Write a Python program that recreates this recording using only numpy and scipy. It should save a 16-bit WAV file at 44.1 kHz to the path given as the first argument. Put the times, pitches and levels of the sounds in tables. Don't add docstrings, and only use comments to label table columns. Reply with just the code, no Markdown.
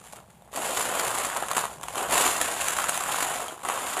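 import sys
import numpy as np
from scipy import signal
from scipy.io import wavfile
from scipy.ndimage import uniform_filter1d

SR = 44100
rng = np.random.default_rng(int(sys.argv[2]) if len(sys.argv) > 2 else 0)


def master(y):
    cut = np.clip(np.atleast_2d(y).T, -1, 1)
    pcm = np.round(cut * 32767)
    wavfile.write(sys.argv[1], SR, pcm.astype(np.int16))


N = 176400

# frequency in Hz, relative level in dB.
ROOM_TONE_COLOUR = [(20, -30), (60, -12), (185, -3), (270, -12), (800, -5), (1300, -18), (3300, -21.5),
                    (5200, -31), (9000, -22), (15500, -31)]
ROOM_TONE_RMS_DB = -58.5

# time in seconds, level in dB.
THUD_LEVEL = [(0, -59.5), (.48, -59), (.75, -56), (1.6, -54), (2.06, -55), (2.105, -44), (2.25, -58),
              (2.6, -53), (3.4, -57), (3.56, -65), (3.7, -58), (4, -59)]
# frequency in Hz, relative level in dB.
THUD_SPECTRUM = [(20, -16), (42, -24), (60, 3.5), (85, -6.5), (125, -1), (200, -2.5), (400, -31),
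                 (2000, -57)]

BASKET_DB, BASKET_T60_S, BASKET_DELAY_S = -8, 0.1, 0.0015
ROOM_DB, ROOM_T60_S, ROOM_DELAY_S = -12.5, 0.19, 0.013
WANDER_S = 0.02

# time in seconds, knocking level in dB, scraping level in dB.
STIRRING = [(0, -51.5, -54), (.11, -58, -52.5), (.17, -50.5, -57), (.24, -62, -66), (.51, -64, -71),
            (.522, -41, -45.5), (.565, -34, -37.5), (.68, -32.5, -32.5), (.8, -31.5, -29.5),
            (.92, -30, -33.5), (1.18, -32, -32), (1.33, -32.5, -38), (1.41, -35.5, -40.5), (1.49, -40, -42),
            (1.54, -38.5, -47), (1.59, -31.5, -36.5), (1.69, -40.5, -42.5), (1.79, -51, -56.5),
            (1.86, -49, -48), (1.945, -37, -41), (1.98, -27.5, -30), (2.04, -31, -40), (2.08, -34.5, -41.5),
            (2.125, -24, -23), (2.2, -23, -24), (2.28, -29.5, -25), (2.33, -31, -30), (2.52, -31.5, -34),
            (2.66, -34, -30), (2.92, -33, -34.5), (3.06, -32, -36), (3.19, -31.5, -31.5),
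            (3.32, -30, -34.5), (3.45, -37, -41), (3.55, -44, -49.5), (3.625, -47, -50.5),
            (3.67, -34.5, -38), (3.71, -28.5, -38.5), (3.82, -34.5, -34.5), (3.94, -36, -34),
            (4, -25.5, -37)]
# start in seconds, level in dB, length in seconds.
CLUMP_TUMBLES = [(0.125, -53, 0.034), (0.558, -33.5, 0.013), (1.245, -28, 0.0089), (1.354, -35.5, 0.036),
                 (1.4225, -31.5, 0.006), (1.505, -27.5, 0.017), (1.547, -27.5, 0.013), (1.564, -22, 0.011),
                 (1.83, -33.5, 0.0073), (2.265, -27.5, 0.012), (2.411, -27.5, 0.0076), (2.679, -31, 0.0074),
                 (2.782, -27.5, 0.0076), (2.884, -28, 0.011), (3.084, -29, 0.013), (3.115, -26, 0.0089),
                 (3.224, -29.5, 0.0067), (3.632, -35, 0.0081), (3.649, -31.5, 0.0083),
                 (3.685, -28.5, 0.0085)]
# start in seconds, level in dB, length in seconds.
BALL_SCUFFS = [(.043, -55, 0.0089), (.064, -47.5, 0.016), (.1215, -36.5, 0.0095), (.153, -48, 0.015),
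               (.294, -53, 0.015), (.421, -58, 0.0039), (.994, -23, 0.0053), (1.009, -26.5, 0.0032),
               (1.075, -32, 0.0041), (1.18, -26, 0.0033), (1.594, -36, 0.007), (2.413, -23, .004),
               (2.642, -28, 0.004), (2.835, -25.5, 0.0022), (2.953, -25.5, 0.0076), (3.224, -30.5, 0.0065)]
SURGE_RISE = 0.25
TUMBLE_SCRAPE_DB = -1.5

FULL_STIR_DB, KNOCKS_PER_S, SLIPS_PER_S = -29.5, 950, 6000
CROWDING = 0.7
KNOCK_SCATTER_DB, SLIP_SCATTER_DB, SLIP_CLUMP_DB = 2, 2, 3

SQUEAK_START_S, SQUEAK_LENGTH_S, SQUEAK_PEAK_DB = 3.483, 0.009, -35
SQUEAK_MID_HZ, SQUEAK_RISE = 3200, 0.1

# frequency in Hz, level in dB, swell time in seconds.
BODY_MODES = [(1020, -2.5, .0009), (1850, -13, .0005)]
BODY_HZ, BODY_SWELL_S = BODY_MODES[0][0], BODY_MODES[0][2]
# frequency in Hz, level in dB, swell time in seconds.
SHELL_MODES = [(2870, -10, 0.00046), (3660, -11, 0.000589), (7170, -11.5, 0.001265), (8540, -8.5, 0.001055),
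               (11160, -8.5, 0.00092), (14300, -19, 0.0011)]
PILE_SHELL_TUNE, OPEN_SHELL_TUNE = 0.97, 0.94
BODY_SPREAD_LOG, SHELL_SPREAD_LOG = 0.33, 0.058
PILE_MODE_SCATTER_DB, OPEN_MODE_SCATTER_DB = 6, 1
RING_STRETCH = 0.74

# time in seconds, frequency in Hz.
PILE_PITCH = [(0, 780), (.45, 691), (.8, 902), (1.15, 964), (1.55, 1088), (1.8, 805), (2.2, 991),
              (2.8, 1149), (3.25, 1085), (3.58, 850), (3.7, 1013), (4, 1023)]
LOWEST_HZ, HIGHEST_HZ = 320, 1750
PILE_RING_DB = -5
HARDNESS = 0.1
SOFTNESS = 0.31
# frequency in Hz, gain in dB.
PILE_COLOUR = [(25, -24), (130, -4.5), (250, 0), (550, -0.5), (900, -0.5), (1300, -.5), (1900, -3.5),
               (3000, 0), (5300, -16.5), (7200, -5), (11000, -5), (15500, -27)]
# frequency in Hz, gain in dB.
SCRAPE_COLOUR = [(100, -14.5), (900, 1.5), (3000, -3.5), (4400, -7.5), (5500, -11), (6300, -7.5),
                 (7200, 2.5), (8100, -7), (9000, -2), (10700, -4), (12000, -7.5), (13300, -19.5),
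                 (14400, -11.5), (15500, -28.5)]

# start in seconds, level in dB, pitch in Hz,
# shell ring in dB before the common ring and grit offsets.
CLEAR_KNOCKS = [(.1335, -27.5, 840, -9), (.1589, -38, 820, 0), (0.173, -40, 790, -14),
                (0.2024, -36, 920, -8), (.2275, -42, 780, -12), (0.4212, -37, 756, -6),
                (.4564, -44, 805, -8), (0.476, -39, 805, -9), (0.574, -16, 894, -4), (0.9508, -21, 715, -6),
                (1.041, -19, 700, -12), (1.0758, -17, 775, -1), (1.1056, -16.5, 1020, -2),
                (1.176, -20, 1040, -6), (1.185, -15, 965, -0.5), (1.248, -16.5, 1110, -1),
                (1.258, -18, 1030, -17), (1.3633, -22, 1080, -12), (1.3709, -19, 1120, 5.5),
                (1.381, -23, 1040, -12), (1.4245, -14, 780, -13), (1.4361, -17.5, 1440, -9),
                (1.4845, -26.5, 1090, 8.5), (1.513, -11, 1020, -8), (1.533, -27.5, 1090, 10),
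                (1.5803, -8, 970, -4), (1.5937, -21, 1120, -3), (1.6391, -12.5, 990, -23),
                (1.6537, -15.5, 1020, -3.5), (1.8118, -29, 930, 0), (1.837, -21, 930, -3),
                (1.8548, -30, 740, -6), (1.8838, -18.5, 1070, -2.5), (1.9563, -19, 1040, -2),
                (2.0263, -22, 880, -11), (2.0341, -18, 990, -13), (2.2643, -12, 1160, -3),
                (2.6182, -17, 1110, 2), (2.6443, -21.5, 1130, 4), (2.6838, -19.5, 1190, 11.5),
                (2.7868, -11, 1240, -4), (2.819, -20, 1200, -14), (2.841, -14, 1260, 1.5),
                (2.8935, -12, 1300, 2.5), (2.9533, -20.5, 1080, 1), (2.9755, -17.5, 1100, 6),
                (3.0083, -19.5, 1140, 2.5), (3.037, -20.5, 1020, 4), (3.144, -15, 1300, -16),
                (3.1842, -16, 880, -14), (3.2052, -16, 1310, 3), (3.4428, -26, 820, -2),
                (3.482, -22.5, 1010, 2), (3.53, -34, 573, -10), (3.6395, -24, 960, -12),
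                (3.6495, -17.5, 950, -4), (3.655, -16, 1000, -9), (3.6875, -17, 950, -13),
                (3.699, -9.5, 1110, -10), (3.7133, -19, 1110, -9), (3.776, -18.5, 1050, -6),
                (3.9686, -13, 1230, -8)]
OPEN_RING_DB, GRIT_DB, GRIT_S = -4, -10, 0.0021

BAND_LIMIT_HZ = 15450


def amp(db):
    return 10 ** (np.asarray(db) / 20)


def unit(x):
    return x / np.sqrt(np.mean(x ** 2) + 1e-20)


def curve(table, axis=1):
    rows = np.array(table)
    return np.interp(np.arange(N) / SR, rows[:, 0], rows[:, axis])


def add(mix, start_s, sound):
    part = mix[max(round(start_s * SR), 0):][:len(sound)]
    part += sound[:len(part)]


def colour(x, points, size=4096):
    table_hz, table_db = np.transpose(points)
    bin_hz = abs(np.fft.fftfreq(size, 1 / SR))
    gain_db = np.interp(np.log(bin_hz + 1), np.log(table_hz), table_db)
    log_gain = np.log(amp(gain_db))
    spectrum = np.exp(np.conj(signal.hilbert(log_gain)))
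    taps = np.fft.ifft(spectrum).real[:size // 2]
    return signal.oaconvolve(x, taps)[:N]


def room_tone():
    return amp(ROOM_TONE_RMS_DB) * unit(colour(rng.standard_normal(N), ROOM_TONE_COLOUR))


def basket():
    return amp(curve(THUD_LEVEL)) * unit(colour(rng.standard_normal(N), THUD_SPECTRUM))


def echoes(x, t60_s, delay_s, size=12000, count=7):
    t = np.arange(size) / SR
    decay = (t > delay_s) * np.exp(-np.log(1000) * t / t60_s)
    turn = np.arange(N) / SR / WANDER_S
    out = np.zeros(N)
    for k in range(count):
        taps = rng.choice([-1, 1], size) * (rng.random(size) < 0.1) * decay
        window = np.sin(np.pi / 2 * np.minimum((turn - k) % count, 2))
        out += signal.oaconvolve(x * window, taps / np.linalg.norm(taps))[:N]
    return out


def surges(table):
    level = np.zeros(N)
    for start_s, db, length_s in table:
        u = np.arange(0, 2, 1 / (length_s * SR))
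        add(level, start_s, amp(db) * np.minimum(u / SURGE_RISE, 1) * np.exp(-u ** 4))
    return level


def contacts(level, per_s, scatter_db):
    rate = per_s * (level / amp(FULL_STIR_DB)) ** CROWDING
    chance = np.minimum(rate / SR, 1)
    size = unit(amp(scatter_db * np.clip(rng.standard_normal(N), -3, 1.5)))
    struck = rng.random(N) < chance
    return struck * rng.choice([-1, 1], N) * size * level / np.sqrt(chance)


def squeak():
    u = np.arange(0, 1, 1 / (SQUEAK_LENGTH_S * SR))
    turns = np.cumsum(SQUEAK_MID_HZ * (1 + SQUEAK_RISE * (u - 0.5))) / SR
    out = np.zeros(N)
    add(out, SQUEAK_START_S, amp(SQUEAK_PEAK_DB) * np.sin(np.pi * u) * np.sin(2 * np.pi * turns))
    return out


def scrape(level, size=260):
    drift = unit(uniform_filter1d(rng.standard_normal(N), size))
    clumps = unit(amp(SLIP_CLUMP_DB * drift))
    slips = contacts(level * clumps, SLIPS_PER_S, SLIP_SCATTER_DB)
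    return unit(colour(slips, SCRAPE_COLOUR)) * np.std(slips)


def ring(modes, tune, scatter_db, size=512):
    t = np.arange(size) / SR
    out = np.zeros(size)
    scatter = np.clip(rng.standard_normal((len(modes), 2)), -1.5, 1.5)
    for (hz, db, swell_s), (level_dev, pitch_dev) in zip(modes, scatter):
        top_s = swell_s / tune ** RING_STRETCH
        hump = (t / top_s * np.exp(1 - t / top_s)) ** 2
        mode_hz = hz * tune * np.exp(SHELL_SPREAD_LOG * pitch_dev)
        wave = np.sin(2 * np.pi * mode_hz * (t - top_s))
        wave = wave - np.average(wave, weights=hump)
        out += amp(db + scatter_db * level_dev) * hump * wave
    return out


def rattle(level, count=64):
    hits = contacts(level, KNOCKS_PER_S, KNOCK_SCATTER_DB)
    pitches_hz = np.geomspace(LOWEST_HZ, HIGHEST_HZ, count)
    wanted_hz = curve(PILE_PITCH) * np.exp(BODY_SPREAD_LOG * rng.standard_normal(N))
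    ball = np.searchsorted(pitches_hz[:-1], wanted_hz)
    bodies, shells = [], []
    for tune in pitches_hz / BODY_HZ:
        bodies.append(ring(BODY_MODES, tune, 0) * tune ** (RING_STRETCH / 2))
        shell = ring(SHELL_MODES, PILE_SHELL_TUNE, PILE_MODE_SCATTER_DB)
        shells.append(amp(PILE_RING_DB) * tune ** HARDNESS * shell)
    bright = (level / amp(FULL_STIR_DB)) ** SOFTNESS
    out = np.zeros(N)
    for i in np.flatnonzero(hits):
        sound = bodies[ball[i]] + bright[i] * shells[ball[i]]
        add(out, i / SR, hits[i] * sound / np.linalg.norm(sound))
    return colour(out, PILE_COLOUR)


def knocks(size=400):
    out, grit = np.zeros(N), np.zeros(N)
    slip = np.exp(-((np.arange(size) - size / 2) / SR / GRIT_S) ** 2)
    for start_s, db, hz, ring_db in CLEAR_KNOCKS:
        body = ring(BODY_MODES, hz / BODY_HZ, 0)
        shell = amp(ring_db + OPEN_RING_DB) * ring(SHELL_MODES, OPEN_SHELL_TUNE, OPEN_MODE_SCATTER_DB)
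        add(out, start_s, amp(db) * (body + shell))
        slip_noise = amp(db + ring_db + GRIT_DB) * slip * rng.standard_normal(size)
        add(grit, start_s + BODY_SWELL_S - size / 2 / SR, slip_noise)
    return out + colour(grit, SCRAPE_COLOUR)


def scene():
    tumbling = surges(CLUMP_TUMBLES)
    knocking = np.hypot(amp(curve(STIRRING)), tumbling)
    extra_scraping = amp(TUMBLE_SCRAPE_DB) * tumbling + surges(BALL_SCUFFS)
    scraping = np.hypot(amp(curve(STIRRING, axis=2)), extra_scraping)
    balls = knocks() + rattle(knocking) + scrape(scraping) + squeak()
    basket_echo = amp(BASKET_DB) * echoes(balls, BASKET_T60_S, BASKET_DELAY_S)
    room_echo = amp(ROOM_DB) * echoes(balls, ROOM_T60_S, ROOM_DELAY_S)
    return (balls + basket_echo + room_echo + basket() + room_tone())[None]


def record(dry):
    taps = signal.firwin(511, BAND_LIMIT_HZ, window=("kaiser", 9), fs=SR)
    return signal.oaconvolve(dry, taps[None], "same")


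dry = scene()
out = record(dry)
master(out)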